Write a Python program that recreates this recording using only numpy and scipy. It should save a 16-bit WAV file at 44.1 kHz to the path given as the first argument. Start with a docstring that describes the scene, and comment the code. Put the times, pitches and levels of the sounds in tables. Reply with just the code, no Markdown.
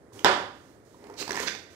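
"""A hand brushes faintly over paper in a small, bare, quiet room, and at once an open picture book
is slapped down on the hard floor. The blow cracks, echoes off nearby surfaces and rings on.
The hand brushes the book again, slides under a page and turns it: the stiff sheet buckles
in a run of snaps, swishes down and lands flat.
The left microphone is muffled, so the treble is on the right."""
import sys
import numpy as np
from scipy import signal
from scipy.fft import rfft, irfft, next_fast_len
from scipy.io import wavfile

SR = 44100
rng = np.random.default_rng(int(sys.argv[2]) if len(sys.argv) > 2 else 0)


def unload_wav(signal):
    """Save mono or channel-first audio to the path in sys.argv[1] as 16-bit WAV at rate SR, clipped to [-1, 1]."""
    wavfile.write(
        sys.argv[1],
        SR,
        np.round(np.clip(np.atleast_2d(signal).T, -1, 1) * 32767).astype(np.int16),
    )


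N = 77175
T = np.arange(N) / SR
BIN_HZ = np.arange(N // 2 + 1) * SR / N


def from_db(db):
    """Turn decibels into a number to multiply by."""
    return 10 ** (np.asarray(db) / 20)


def rms_one(x):
    """Scale a signal so its average power is 1."""
    return x / np.sqrt(np.mean(x ** 2) + 1e-20)


def at_hz(points, hz):
    """Read between the rows of a table, on a scale where all octaves are equally wide."""
    row_hz, value = np.transpose(points)
    return np.interp(np.log(np.maximum(hz, 1)), np.log(row_hz), value)


def colour(x, spectrum):
    """Turn each frequency up or down by a table of Hz and dB."""
    size = 2 * next_fast_len(N)
    gain = from_db(at_hz(spectrum, np.linspace(0, SR / 2, size // 2 + 1)))
    cepstrum = irfft(np.log(gain))
    # minimum phase: the filter never sounds before its input does
    cepstrum[1:size // 2] *= 2
    cepstrum[size // 2 + 1:] = 0
    return irfft(rfft(x, size) * np.exp(rfft(cepstrum)))[..., :N]


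def fade(start, decay):
    """Jump to 1 at the start, then die away."""
    return (T >= start) * np.exp(-np.maximum(T - start, 0) / decay)


def ring(start, hz, ring_s):
    """A struck tone. Its ring time is how long it takes to fall by 60 dB."""
    return fade(start, ring_s / np.log(1000)) * np.sin(2 * np.pi * hz * (T - start))


# How alike left and right are in the room. Each row: frequency in Hz, likeness from 0 to 1.
SIDE_LIKENESS = [(50, 0.58), (130, 0.66), (300, 0.99), (600, 0.85), (1200, 0.14), (3000, 0.12),
                 (10000, 0.093)]

def stereo_noise_spectrum():
    """Left and right white noise, as alike as the room makes them at each frequency."""
    mid, side = rfft(rng.standard_normal((2, N)))
    alike = np.clip(at_hz(SIDE_LIKENESS, BIN_HZ), 0, 1)
    return (np.sqrt(1 + alike) * mid + np.sqrt(1 - alike) * side * [[1], [-1]]) / np.sqrt(2)


# The tone of the quiet room. 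Each row: frequency in Hz, relative level in dB.
HUSH_COLOUR = [(25, -27.5), (65, 1), (105, 2), (170, -5), (350, 0.5), (550, -2), (950, -13.5), (1800, -14),
               (2700, -28), (9000, -29), (10500, -33.5), (15000, -48.5)]

def room_hush():
    """The room hushes, low and steady, under everything."""
    return from_db(-53.5) * rms_one(colour(irfft(stereo_noise_spectrum(), N), HUSH_COLOUR))


def friction(strokes, spectrum, spread_db, grain_share, grains_per_s=2600):
    """Fibres catch and slip during each stroke: tiny clicks of uneven size in a smooth hiss."""
    level = 0
    for start, rise, hold, decay, db in strokes:
        swell = np.clip((T - start) / rise, 0, 1) ** 2
        fall = np.exp(-np.maximum(T - start - rise - hold, 0) / decay)
        level = level + from_db(db) * swell * fall
    grains = (rng.random(N) < grains_per_s / SR) * rng.choice([-1, 1], N)
    sizes = from_db(spread_db * np.minimum(rng.exponential(1, N), 3))
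    clicks = np.sqrt(grain_share) * rms_one(grains * sizes)
    hiss = np.sqrt(1 - grain_share) * rng.standard_normal(N)
    return level * rms_one(colour(clicks + hiss, spectrum))


# Light touches. Each row: start, rise, hold and fade times in seconds, level in dB.
BRUSH_STROKES = [(0.118, 0.015, 0.06, 0.015, -52.5), (0.53, .02, 0.2, 0.027, -66),
                 (0.845, 0.0048, 0.46, 0.061, -64.5)]
# Their airy tone. Each row: frequency in Hz, relative level in dB.
BRUSH_TONE = [(1000, -13), (3000, -5), (6500, 0.5), (8300, -4), (9200, -0.5), (10200, -9), (15000, -12)]

def hand_brushes():
    """Skin and sleeve brush faintly over the page."""
    return friction(BRUSH_STROKES, BRUSH_TONE, spread_db=-2.5, grain_share=0.6)


# Bends of the paper. Each row: start, rise, hold and fade times in seconds, level in dB.
FLEX_STROKES = [(0.115, 0.035, 0.25, 0.042, -49), (0.6, 0.059, 0.092, 0.11, -63),
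                (0.92, 0.14, 0.1, 0.011, -48.5), (1.18, 0.025, 0.016, 0.058, -44),
                (1.285, 0.0063, 0.17, 0.049, -43)]
# Their dull tone. Each row: frequency in Hz, relative level in dB.
FLEX_TONE = [(40, -32), (70, -1), (130, -12.5), (270, 4.5), (430, 4), (660, -6.5), (900, -1.5),
             (1400, -11.5), (2000, -6.5), (3500, -31.5), (10000, -38)]

def book_flexes():
    """The sheet and the book bend under the hand with a low rustle."""
    return friction(FLEX_STROKES, FLEX_TONE, spread_db=5, grain_share=0.61)


# Swishes of paper. Each row: start, rise, hold and fade times in seconds, level in dB.
SLIDE_STROKES = [(0.115, 0.068, 0.12, 0.019, -53), (0.52, 0.025, 0.16, 0.042, -66),
                 (0.84, 0.018, 0.5, 0.08, -68.5), (1.28, 0.13, 0.03, 0.024, -34.5),
                 (1.69, 0.017, 0.036, 0.015, -54.5)]
# Their bright tone. Each row: frequency in Hz, relative level in dB.
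SLIDE_TONE = [(200, -1), (680, -10.5), (1200, 7), (1900, 6), (2500, 4.5), (3400, 3), (4400, 3.5),
              (6500, 3.5), (8000, -3.5), (10000, -9), (15000, -12)]

def paper_slides():
    """Paper rubs on paper or skin, loudest as the page turns."""
    return friction(SLIDE_STROKES, SLIDE_TONE, spread_db=3, grain_share=0.71)


def pop(start, hz, ring_cycles=20.4, rise_s=0.00042):
    """The sheet buckles: one main tone swells quickly, with two quieter ones at random pitches."""
    main = ring(start, hz, ring_cycles / hz)
    partners = sum(ring(start, f, ring_cycles / f) for f in hz * rng.uniform(0.5, 1.36, size=2))
    return (main + from_db(-10.5) * partners) * (1 - fade(start, rise_s))


def crackle(start, hz, decay_s=0.001493, width_hz=700):
    """A crease gives way: a few milliseconds of noise swell and die, ringing at their own pitch."""
    age = np.maximum(T - start, 0) / decay_s
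    burst = age * np.exp(1 - np.minimum(age, 40)) * rng.standard_normal(N)
    ringing = signal.lfilter(*signal.iirpeak(hz, hz / width_hz, fs=SR), burst + 1e-18)
    return burst + from_db(6) * ringing


# Finger taps and buckles of the sheet. Each row: start in seconds, pop level in dB,
# pop pitch in Hz, crackle level in dB, crackle pitch in Hz.
PAPER_SNAPS = [(0.121, -43, 1000, -66, 4000), (0.192, -26, 3110, -35, 5960), (0.945, -40, 980, -68, 4000),
               (1.040, -41.5, 820, -44, 4300), (1.068, -43, 844, -42, 5040), (1.099, -29, 897, -42, 5130),
               (1.139, -41, 750, -41, 5600), (1.225, -24, 1880, -23.5, 2880), (1.2777, -29, 913, -25, 4880),
               (1.2933, -20.5, 947, -24.5, 4540), (1.3067, -16, 1720, -18.5, 5540),
               (1.3181, -23, 1670, -22.5, 6000), (1.3292, -27.5, 820, -24.5, 4230),
               (1.345, -25, 1030, -25.5, 4800), (1.355, -27, 1000, -23, 4950),
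               (1.3661, -21, 1780, -21.5, 6200), (1.3742, -11.5, 1810, -29.5, 6200),
               (1.386, -21, 1880, -34, 2580), (1.3953, -16, 1915, -28, 4770),
               (1.3996, -30, 1010, -20, 6800), (1.4316, -23, 1010, -25.5, 4530),
               (1.549, -32.5, 784, -29.5, 3980)]
# The tone of the crackle. Each row: frequency in Hz, boost or cut in dB.
CRACKLE_TONE = [(200, -4), (1000, -0.5), (2000, 3), (3000, -4), (6000, -6), (8000, -8.5), (10000, -18),
                (15000, -21)]
# The stack of pages knocks under the hand. Each row: start in seconds, pitch in Hz, level in dB.
BOOK_KNOCKS = [(1.098, 364, -38), (1.199, 376, -39.5), (1.213, 486, -35), (1.308, 379, -26.5),
               (1.332, 420, -33), (1.401, 449, -26.5)]

def snaps_and_knocks():
    """Each snap of the sheet is a pop plus a crackle; now and then the stack of pages knocks."""
    pops = sum(from_db(db) * pop(start, hz) for start, db, hz, _, _ in PAPER_SNAPS)
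    knocks = sum(from_db(db) * ring(start, hz, ring_s=0.05) for start, hz, db in BOOK_KNOCKS)
    crackles = sum(from_db(db) * crackle(start, hz) for start, _, _, db, hz in PAPER_SNAPS)
    bass_cut = signal.butter(2, 250, "high", fs=SR, output="sos")
    return signal.sosfilt(bass_cut, pops + knocks) + colour(crackles, CRACKLE_TONE)


def swing_thud():
    """The book gives a soft, low thud as it is swung."""
    return from_db(-51) * ring(start=0.13, hz=105, ring_s=0.9)


SLAP_S = 0.2462
# The tones of the blow and of its sharp crack. Each row: frequency in Hz, relative level in dB.
BLOW_TONE = [(50, -38.5), (130, -8.5), (220, -1.5), (360, 5), (560, 3.5), (800, 3.5), (1350, 13.5),
             (1900, 9), (2450, -13.5), (3400, 5), (4200, -6.5), (5500, -2), (7500, -5), (10200, -32),
             (15000, -28)]
CRACK_TONE = [(400, -12.5), (1300, -5.5), (2400, -25), (3500, -2.5), (4150, -14.5), (5100, 5.5), (7400, -5),
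              (9000, -9.5), (10200, -20.5), (15000, -17.5)]
# The stiff cover rings for an instant. Each row: pitch in Hz, level in dB, ring time in seconds.
COVER_RINGS = [(382.6, -11, 0.058), (764, -13.5, 0.055), (1017, -8.5, .026), (1460, -8, 0.0085),
               (3680, -10, 0.0084), (5050, 0.5, 0.0045), (7230, -20.5, 0.004)]

def slap():
    """The cover lands flat: one blow, a millisecond of crack and tones that swing opposite ways."""
    click = 1.0 * (np.arange(N) == int(SLAP_S * SR))
    blow = rms_one(colour(click, BLOW_TONE)) / np.sqrt(N)
    crack = rms_one(colour(rng.standard_normal(N), CRACK_TONE)) * fade(SLAP_S, decay=0.0011)
    cover = sum((-1) ** k * from_db(db) * ring(SLAP_S, hz, ring_s)
                for k, (hz, db, ring_s) in enumerate(COVER_RINGS))
    return from_db(12) * blow + from_db(-7) * crack + cover


ROOM_RISE_S = 0.0088
# How long sound lingers in the room. 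Each row: frequency in Hz, ring time in seconds.
ROOM_RING_TIMES = [(100, 0.76), (400, 0.52), (1500, 0.52), (4000, 0.5), (8000, 0.46), (14000, 0.55)]

def room_response():
    """The room answers a click with a wash of echoes; each frequency band dies at its own rate."""
    noise, tail = stereo_noise_spectrum(), 0
    for band_hz, ring_s in ROOM_RING_TIMES:
        band = at_hz([(hz, hz == band_hz) for hz, _ in ROOM_RING_TIMES], BIN_HZ)
        tail = tail + irfft(noise * band, N) * fade(0, ring_s / np.log(1000))
    swell = np.minimum(T / ROOM_RISE_S, 1) ** 2
    return rms_one(tail * swell) / np.sqrt(N)


# Hard surfaces nearby throw the slap back. Each row: delay in seconds, gain in dB.
FIRST_ECHOES = [(.0045, -4), (0.0109, -9.5), (0.016, -6.5)]
# Tones that linger after the slap. Each row: pitch in Hz, level in dB, ring time in seconds.
LONG_RINGS = [(378.5, -20.5, 0.45), (530, -28, .5), (560.4, -26.5, .5), (589, -25, 0.54), (739.3, -25, 0.5),
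              (807, -25.5, 0.42), (954.6, -23.5, 0.53), (1011, -23.5, 0.43), (1154, -28.5, 0.49),
              (1224, -31.5, 0.55), (1334, -28, 0.29), (1580, -29.5, 0.55), (1676, -30, 0.55),
              (1763, -28.5, 0.59), (3460, -28.5, 0.52), (3585, -33.5, 0.45)]
# The tone of the slap as the room sends it back. Each row: frequency in Hz, relative level in dB.
TAIL_TONE = [(50, -25), (150, -19), (240, -14.5), (360, -5), (470, -6.5), (560, -3), (660, -7), (780, 0),
             (1200, -2), (1700, -1.5), (2400, -11.5), (3000, -9), (3500, -8.5), (4100, -14.5),
             (4900, -12.5), (5800, -20.5), (7500, -24), (10500, -38), (15000, -50)]

def slap_in_room(room):
    """The slap is followed by dull first echoes, lingering tones and the room's fading wash."""
    hit = slap()
    echoes = sum(from_db(db) * np.interp(T - delay, T, hit) for delay, db in FIRST_ECHOES)
    echoes = signal.sosfilt(signal.butter(1, 2000, fs=SR, output="sos"), echoes)
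    rings = sum(from_db(db) * ring(SLAP_S - rng.random() / hz, hz, ring_s)
                for hz, db, ring_s in LONG_RINGS)
    rings *= np.clip((T - SLAP_S) / ROOM_RISE_S, 0, 1)
    tail = rms_one(colour(room, TAIL_TONE)) / np.sqrt(N)
    tail = np.pad(tail, ((0, 0), (int(SLAP_S * SR), 0)))[:, :N]  # starts with the slap
    return hit + echoes + rings + from_db(19) * tail


# The page is picked up. Each row: start, rise, hold and fade times in seconds, level in dB.
LIFT_STROKES = [(1.156, 0.042, 0.023, 0.0073, -31.5)]
# Its hissy tone. Each row: frequency in Hz, relative level in dB.
LIFT_TONE = [(200, -7.5), (1200, -8.5), (1900, -6), (2900, -3), (3400, -3.5), (4300, 5), (5500, -1.5),
             (7200, -5), (8500, -7.5), (10000, -16), (15000, -21)]

def page_lift():
    """Fingers slide under the page and lift it."""
    return friction(LIFT_STROKES, LIFT_TONE, spread_db=2.5, grain_share=0.25)


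# The page's last sweep. Each row: start, rise, hold and fade times in seconds, level in dB.
LANDING_STROKES = [(1.452, 0.021, 0.01, 0.02, -25.5)]
# The tone of that sweep. Each row: frequency in Hz, relative level in dB.
LANDING_TONE = [(80, -30), (200, -11), (500, -6.5), (1250, -7), (1600, 4.5), (2100, 5), (2900, -5),
                (3600, 2.5), (4100, -1.5), (4900, -2), (6500, -6), (8000, -18.5), (10000, -24),
                (15000, -41)]
# The page hits and rings. Each row: pitch in Hz, level in dB, ring time in seconds.
PAGE_RINGS = [(1556, -27, .09), (1720, -33, 0.13), (2190, -30.5, 0.087), (2717, -26, 0.037),
              (3538, -30, 0.1), (4560, -23, 0.03), (4980, -23, 0.029), (6060, -25, 0.037)]

def page_landing(hit_s=1.4755, scatter_s=0.001493):
    """The page sweeps onto the others and rings; its tones swing opposite ways, so there is no thump."""
    sweep = friction(LANDING_STROKES, LANDING_TONE, spread_db=5, grain_share=0.72)
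    flop = sum((-1) ** k * from_db(db) * ring(hit_s + scatter_s * rng.random(), hz, ring_s)
               for k, (hz, db, ring_s) in enumerate(PAGE_RINGS))
    return sweep + flop


def scene():
    """Hand, book and page all sound in the same room."""
    room = room_response()
    handling = hand_brushes() + book_flexes() + swing_thud()
    page = page_lift() + snaps_and_knocks() + paper_slides() + page_landing()
    paper = handling + page
    paper_echoes = from_db(-3.5) * signal.fftconvolve(paper[None], room)[:, :N]
    return slap_in_room(room) + paper + paper_echoes + room_hush()


# The muffled left microphone. Each row: frequency in Hz, boost or cut in dB.
LEFT_MIC_TONE = [(60, 1), (200, 0.5), (500, -2.5), (800, -5), (1250, -6), (1800, -12), (2800, -15),
                 (4300, -22.5), (6400, -44), (9000, -35), (15000, -19)]

def record(dry, rumble_hz=91, overload=0.85, top_hz=15600):
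    """The left microphone is dull and hisses faintly; the slap overloads; rumble and top are cut."""
    dry = signal.sosfilt(signal.butter(1, rumble_hz, "high", fs=SR, output="sos"), dry)
    left = colour(dry[0], LEFT_MIC_TONE) + from_db(-77) * rng.standard_normal(N)
    clipped = np.clip([left, dry[1]], -overload, overload)
    return signal.sosfilt(signal.ellip(10, 0.2, 80, top_hz, fs=SR, output="sos"), clipped)


dry = scene()
out = record(dry)
unload_wav(out)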